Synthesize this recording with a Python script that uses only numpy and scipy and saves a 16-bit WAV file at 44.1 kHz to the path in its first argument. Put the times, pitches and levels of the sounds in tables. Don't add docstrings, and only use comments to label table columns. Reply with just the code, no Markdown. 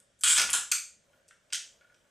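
import sys
import numpy as np
from scipy import signal
from scipy.fft import rfft, irfft
from scipy.io import wavfile
from scipy.ndimage import uniform_filter1d, minimum_filter1d

SR = 44100
rng = np.random.default_rng(int(sys.argv[2]) if len(sys.argv) > 2 else 0)


def log_audio(samples):
    frames = np.atleast_2d(samples).T
    limited = np.clip(frames, -1, 1)
    pcm = np.round(limited * 32767).astype(np.int16)
    wavfile.write(sys.argv[1], SR, pcm)


N = 92610
SPOTS = 3

# start_s, level_db, brightness_db_per_octave, knock_db
SPLINTER_HITS = [(.002, -59, 7, -72), (.4724, -40.5, 8, -45.5), (.478, -49, 11, -52),
                 (.4917, -35.5, -7, -44), (.497, -31.5, -6, -50), (.503, -32.5, 19.5, -62.5),
                 (.5088, -34.5, 17.5, -52), (.5314, -19.5, 4.5, -45.5), (.5372, -17.5, 1, -32.5),
                 (.551, -28, 0, -44.5), (.583, -42.5, -12.5, -54), (.628, -56, 16, -50.5)]
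SHELL_SNAPS = [(.2099, -46, 16.5, -65.5), (.2158, -50, 13, -62.5), (.2363, -34.5, 8.5, -47.5),
               (.3772, -17.5, 0.5, -27), (.383, -21.5, -5, -23), (.3965, -21.5, -5.5, -35),
               (.4015, -36.5, 18, -36.5), (.4165, -23.5, 1.5, -40.5)]
LEVER_CLACKS = [(0.7151, -38.5, -8, -62), (0.716, -22, -2, -43), (0.718, -19.5, 3, -45.5),
                (0.7222, -24, -3, -36)]
LATE_HITS = [(1.281, -61, 12.5, -85), (1.2865, -56, 11, -85), (1.3095, -54, -16, -62),
             (1.503, -60, -5.5, -80), (1.5233, -48.5, 1, -69), (1.5264, -33, -1.5, -44.5),
             (1.532, -27.5, 6, -45), (1.5383, -34.5, 7, -50), (1.5462, -30.5, 1.5, -52),
             (1.5528, -33, 5, -49), (1.9445, -62.5, -1, -88)]
# start_s, level_db
JAW_SQUEAKS = [(.247, -35.5), (.261, -28), (.269, -28), (.276, -34.5), (.308, -36.5)]
TRAY_BOOMS = [(.262, -63.5), (.392, -45.5), (0.534, -71)]
NUT_BUMPS = [(1.1321, -65), (1.159, -81), (1.1947, -76), (1.8105, -59.5), (1.822, -61.5), (1.845, -64),
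             (1.8977, -63), (1.921, -64), (1.956, -75), (1.994, -85), (2.0454, -71)]
# time_s, level_db
CREAK_LEVELS = [(.191, -63), (.207, -69.5), (.211, -46.5), (.235, -55)]
CRUNCH_LEVELS = [(.2362, -18.5), (.255, -29.5), (.275, -24.5), (.30, -21), (.332, -25.5), (.35, -29),
                 (.362, -28.5), (.369, -22), (.375, -34)]
PIVOT_LEVELS = [(1.04, -75), (1.1, -74.5), (1.182, -70), (1.26, -84), (1.62, -75.5), (1.76, -72.5),
                (1.9, -75.5), (2.05, -76)]
# pitch_hz, relative_level_db
AIR_COLOUR = [(15, -41), (25, -3), (125, -2.5), (383, -10), (573, -3), (729, -14.5), (1090, -17),
              (1180, -17), (1460, -9.5), (2020, -15.5), (2240, -15), (2780, -17), (3260, -14),
              (4260, -20.5), (7890, -17), (10600, -29), (15000, -49.5)]
SPLINTER_COLOUR = [(60, -25.5), (300, -23.5), (600, -22), (1200, -6.5), (1900, -7), (3200, -1.5),
                   (4700, -9.5), (5900, -6), (7000, 0), (9200, -0.5), (10500, -10.5), (12500, -21.5),
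                   (15500, -37)]
CRUNCH_COLOUR = [(20, -46.5), (55, -23.5), (150, -35.5), (450, -39), (800, -27), (1300, -7.5), (1700, -9),
                 (2000, -11.5), (2380, -5), (2700, -13), (3250, 0.5), (4000, -12), (6100, -11), (7300, -1),
                 (7950, 4), (8600, -5), (9900, -8.5), (12000, -25), (15500, -29.5)]
SHELL_COLOUR = [(50, -25.5), (150, -28.5), (400, -28.5), (800, -21.5), (1200, -5), (1900, -12), (2500, -4),
                (4400, -1.5), (5200, 3), (7500, 1), (9000, -3), (11200, -14), (15500, -25)]
BOOM_COLOUR = [(25, -21), (45, -1.5), (70, 1), (120, -11), (250, 1), (330, -1.5), (520, 4), (800, 5.5),
               (1300, -14.5), (3000, -50)]
STEEL_COLOUR = [(60, -37), (300, -35), (750, -37), (1100, -25.5), (1430, -12.5), (1950, -15), (2400, -5.5),
                (3000, -6.5), (3750, -9.5), (4350, -5.5), (4900, -4.5), (5250, -7.5), (6100, 0.5),
                (7200, -2.5), (8250, 0.5), (9200, -8.5), (9700, -12.5), (12100, -14), (15500, -31)]
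PIVOT_COLOUR = [(100, -23), (300, -13), (450, -7.5), (580, 2.5), (760, -11), (1500, -12.5), (4000, -27)]
NUT_COLOUR = [(100, -49), (950, -33), (1600, -7.5), (2200, -8), (3150, -2.5), (4300, -9.5), (5800, -7),
              (7300, -11), (8250, -9), (9700, -21.5), (12000, -31.5), (15500, -44)]
# pitch_hz, relative_level_db, fade_s (time to drop 60 dB)
TRAY_TONES = [(575, -28, .08), (731, -22, 0.06), (1163, -17, .03), (1364, -5, .04), (1433, 3.5, 0.033),
              (1510, -4, 0.054), (1709, -8.5, 0.079), (2296, -6, .045), (3240, -15, .04), (3307, -9, .04)]
JAW_TONES = [(2880, 1, 0.037), (3250, -4, 0.059), (3280, -1.5, .04)]
# pitch_hz, fade_s
ROOM_FADES = [(100, 0.55), (500, 0.32), (1400, 0.33), (3500, 0.35), (7000, 0.37), (10000, 0.3),
              (15000, .24)]
# pitch_hz, gain_db
STEREO_WIDTH = [(40, -28.5), (100, -21.5), (250, -17.5), (700, -14), (1200, -11.5), (2400, -14),
                (4500, -16.5), (6500, -19), (8000, -17.5), (10000, -5.5), (12500, -23)]


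def amp(db):
    return 10 ** (np.asarray(db) / 20)


def unit(x):
    return x / np.sqrt(np.sum(x ** 2) + 1e-20)


def read(points, hz):
    pitches, values = np.transpose(points)
    return np.interp(np.log(hz + 1), np.log(pitches + 1), values)


def add(mix, start_s, sound):
    part = mix[max(round(start_s * SR), 0):][:len(sound)]
    part += sound[:len(part)]


def tint(colour, tilt_db=0, size=4096):
    hz = np.fft.rfftfreq(size, 1 / SR)
    octaves = np.log2(np.clip(hz, 1500, 10000) / 4000)
    log_gain = np.log(amp(read(colour, hz) + tilt_db * octaves))
    mirrored = np.concatenate([log_gain, log_gain[-2:0:-1]])
    spectrum = np.exp(np.conj(signal.hilbert(mirrored)))
    return unit(np.fft.ifft(spectrum).real[:size // 2])


def ring(tones, size=4000):
    t = np.arange(size) / SR
    chance = rng.standard_normal((len(tones), 2)) * [1.5, .007]
    sound = np.zeros(size)
    for k, ((hz, db, fade_s), (extra_db, detune)) in enumerate(zip(tones, chance)):
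        level = amp(db + extra_db) * np.exp(-np.log(1000) * t / fade_s)
        sound += (-1) ** k * level * np.sin(2 * np.pi * hz * (1 + detune) * t)
    return unit(signal.lfilter(*signal.butter(2, 600, "high", fs=SR), sound))


def tick(colour, tilt_db, decay_s, click_share, size=1024):
    hiss = rng.standard_normal(size) * np.exp(-np.arange(size) / SR / decay_s)
    sound = np.sqrt(1 - click_share) * unit(hiss)
    sound[0] += np.sqrt(click_share)
    return unit(signal.fftconvolve(sound, tint(colour, tilt_db)))


def blow(db):
    return amp(db) * np.sqrt(.005 * SR)


def hits(rows, colour, decay_s, click_share, tray_tilt_db=0):
    out = np.zeros((SPOTS, N))
    tones = [(hz, db + tray_tilt_db * np.log2(max(hz / 1500, 1)), fade_s)
             for hz, db, fade_s in TRAY_TONES]
    for k, (start_s, db, tilt_db, knock_db) in enumerate(rows):
        add(out[k % SPOTS], start_s, blow(db) * tick(colour, tilt_db, decay_s, click_share))
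        add(out[k % SPOTS], start_s, blow(knock_db) * ring(tones))
    return out


def air(level_db=-72, drift_db=1.7):
    hz, _, spectrum = signal.stft(rng.standard_normal((2, N)), SR, nperseg=2048)
    drift = uniform_filter1d(rng.standard_normal(spectrum.shape[1:]), size=14, axis=0)
    drift = uniform_filter1d(drift, size=5, axis=1)
    gain = amp(read(AIR_COLOUR, hz)[:, None] + drift_db * drift / drift.std())
    mid, side = signal.istft(spectrum * gain, SR, nperseg=2048)[1][:, :N]
    return amp(level_db) / mid.std() * np.array([mid, amp(9.5) * side])


def splinters():
    return hits(SPLINTER_HITS, SPLINTER_COLOUR, decay_s=.001, click_share=.6)


def shell_slips(levels, tilt_db, knock_db, count, slips_per_s=520):
    times_s, levels_db = np.transpose(levels)
    chance = rng.standard_normal((count, 3))
    gaps_s = np.exp(.5 * chance[:, 0]) / slips_per_s
    starts_s = times_s[0] + np.cumsum(gaps_s) - gaps_s[0]
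    sizes = np.sqrt(SR / slips_per_s) * amp(np.interp(starts_s, times_s, levels_db))
    out = np.zeros((SPOTS, N))
    for k, start_s in enumerate(starts_s):
        slip = tick(CRUNCH_COLOUR, tilt_db + chance[k, 2], decay_s=.00099, click_share=.28)
        add(slip, 0, amp(knock_db) * ring(TRAY_TONES, size=2500))
        if start_s < times_s[-1]:
            add(out[k % SPOTS], start_s, sizes[k] * slip)
    return out


def crunch():
    creak = shell_slips(CREAK_LEVELS, tilt_db=9.5, knock_db=-33, count=40)
    return creak + shell_slips(CRUNCH_LEVELS, tilt_db=1, knock_db=-18, count=120)


def shell_snaps():
    return hits(SHELL_SNAPS, SHELL_COLOUR, decay_s=.002, click_share=.25)


def jaw_squeaks():
    out = np.zeros((SPOTS, N))
    for k, (start_s, db) in enumerate(JAW_SQUEAKS):
        add(out[k % SPOTS], start_s, blow(db) * ring(JAW_TONES))
    return out


def tray_boom(rise_s=.0083, decay_s=.049):
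    out, t = np.zeros(N), np.arange(SR) / SR
    swell = (1 - np.exp(-t / rise_s)) * np.exp(-t / decay_s)
    for start_s, db in TRAY_BOOMS:
        noise = signal.fftconvolve(rng.standard_normal(2 * SR), tint(BOOM_COLOUR))[SR:2 * SR]
        add(out, start_s, amp(db) * noise * swell / swell.max())
    return out


def lever_clacks():
    return hits(LEVER_CLACKS, STEEL_COLOUR, decay_s=.0015, click_share=.3)


def pivot_rub():
    noise = signal.fftconvolve(rng.standard_normal(N), tint(PIVOT_COLOUR))[:N]
    level_db = np.interp(np.arange(N) / SR, *np.transpose(PIVOT_LEVELS), left=-120)
    return noise * amp(level_db)


def loose_nut(tick_db=-7, tilt_db=-11):
    rows = [(start_s, db + tick_db, tilt_db, db) for start_s, db in NUT_BUMPS]
    return hits(rows, NUT_COLOUR, decay_s=.0025, click_share=.15, tray_tilt_db=-6)


def stray_bits_and_nut():
    return hits(LATE_HITS, NUT_COLOUR, decay_s=.0025, click_share=.15)


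def room(sound, tail_db=-3, onset_s=.012, early_db=-4.5, early_decay_s=.0086):
    hz, t, spectrum = signal.stft(rng.choice([-1., 1.], (2, 30000)), SR, nperseg=256)
    fade = np.exp(-np.log(1000) * t / read(ROOM_FADES, hz)[:, None])
    tails = signal.istft(spectrum * fade, SR, nperseg=256)[1]
    t = np.arange(tails.shape[1]) / SR
    tails *= 1 - np.exp(-(t / onset_s) ** 2)
    echoes = rng.choice([-1., 1.], tails.shape) * np.exp(-t / early_decay_s)
    echoes *= rng.random(tails.shape) < 2000 / SR
    mid, side = (amp(tail_db) * unit(tail) + amp(early_db) * unit(early)
                 for tail, early in zip(tails, echoes))
    mid[1] += 1
    side[:3] += .33 * np.array([1, 0, -1])
    return signal.fftconvolve(sound[None], np.array([mid, side]), axes=1)[:, :N]


def scene():
    spots = (crunch() + jaw_squeaks() + shell_snaps() + splinters()
             + lever_clacks() + stray_bits_and_nut() + loose_nut())
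    mix = sum(room(spot) for spot in spots) + air()
    mid, side = (channel + tray_boom() + pivot_rub() for channel in mix)
    width = amp(read(STEREO_WIDTH, np.fft.rfftfreq(N, 1 / SR)))
    side = irfft(rfft(side) * width, N)
    return np.array([mid + side, mid - side])


def record(dry):
    ceiling, hold_s, cutoff_hz = .31, .002, 15250
    hold = int(hold_s * SR)
    gain = np.minimum(1, ceiling / (abs(dry).max(0) + 1e-9))
    gain = uniform_filter1d(minimum_filter1d(gain, hold), hold)
    treble_cut = signal.firwin(255, cutoff_hz, window=("kaiser", 8), fs=SR)
    return signal.oaconvolve(dry * gain, treble_cut[None], "same")


dry = scene()
out = record(dry)
log_audio(out)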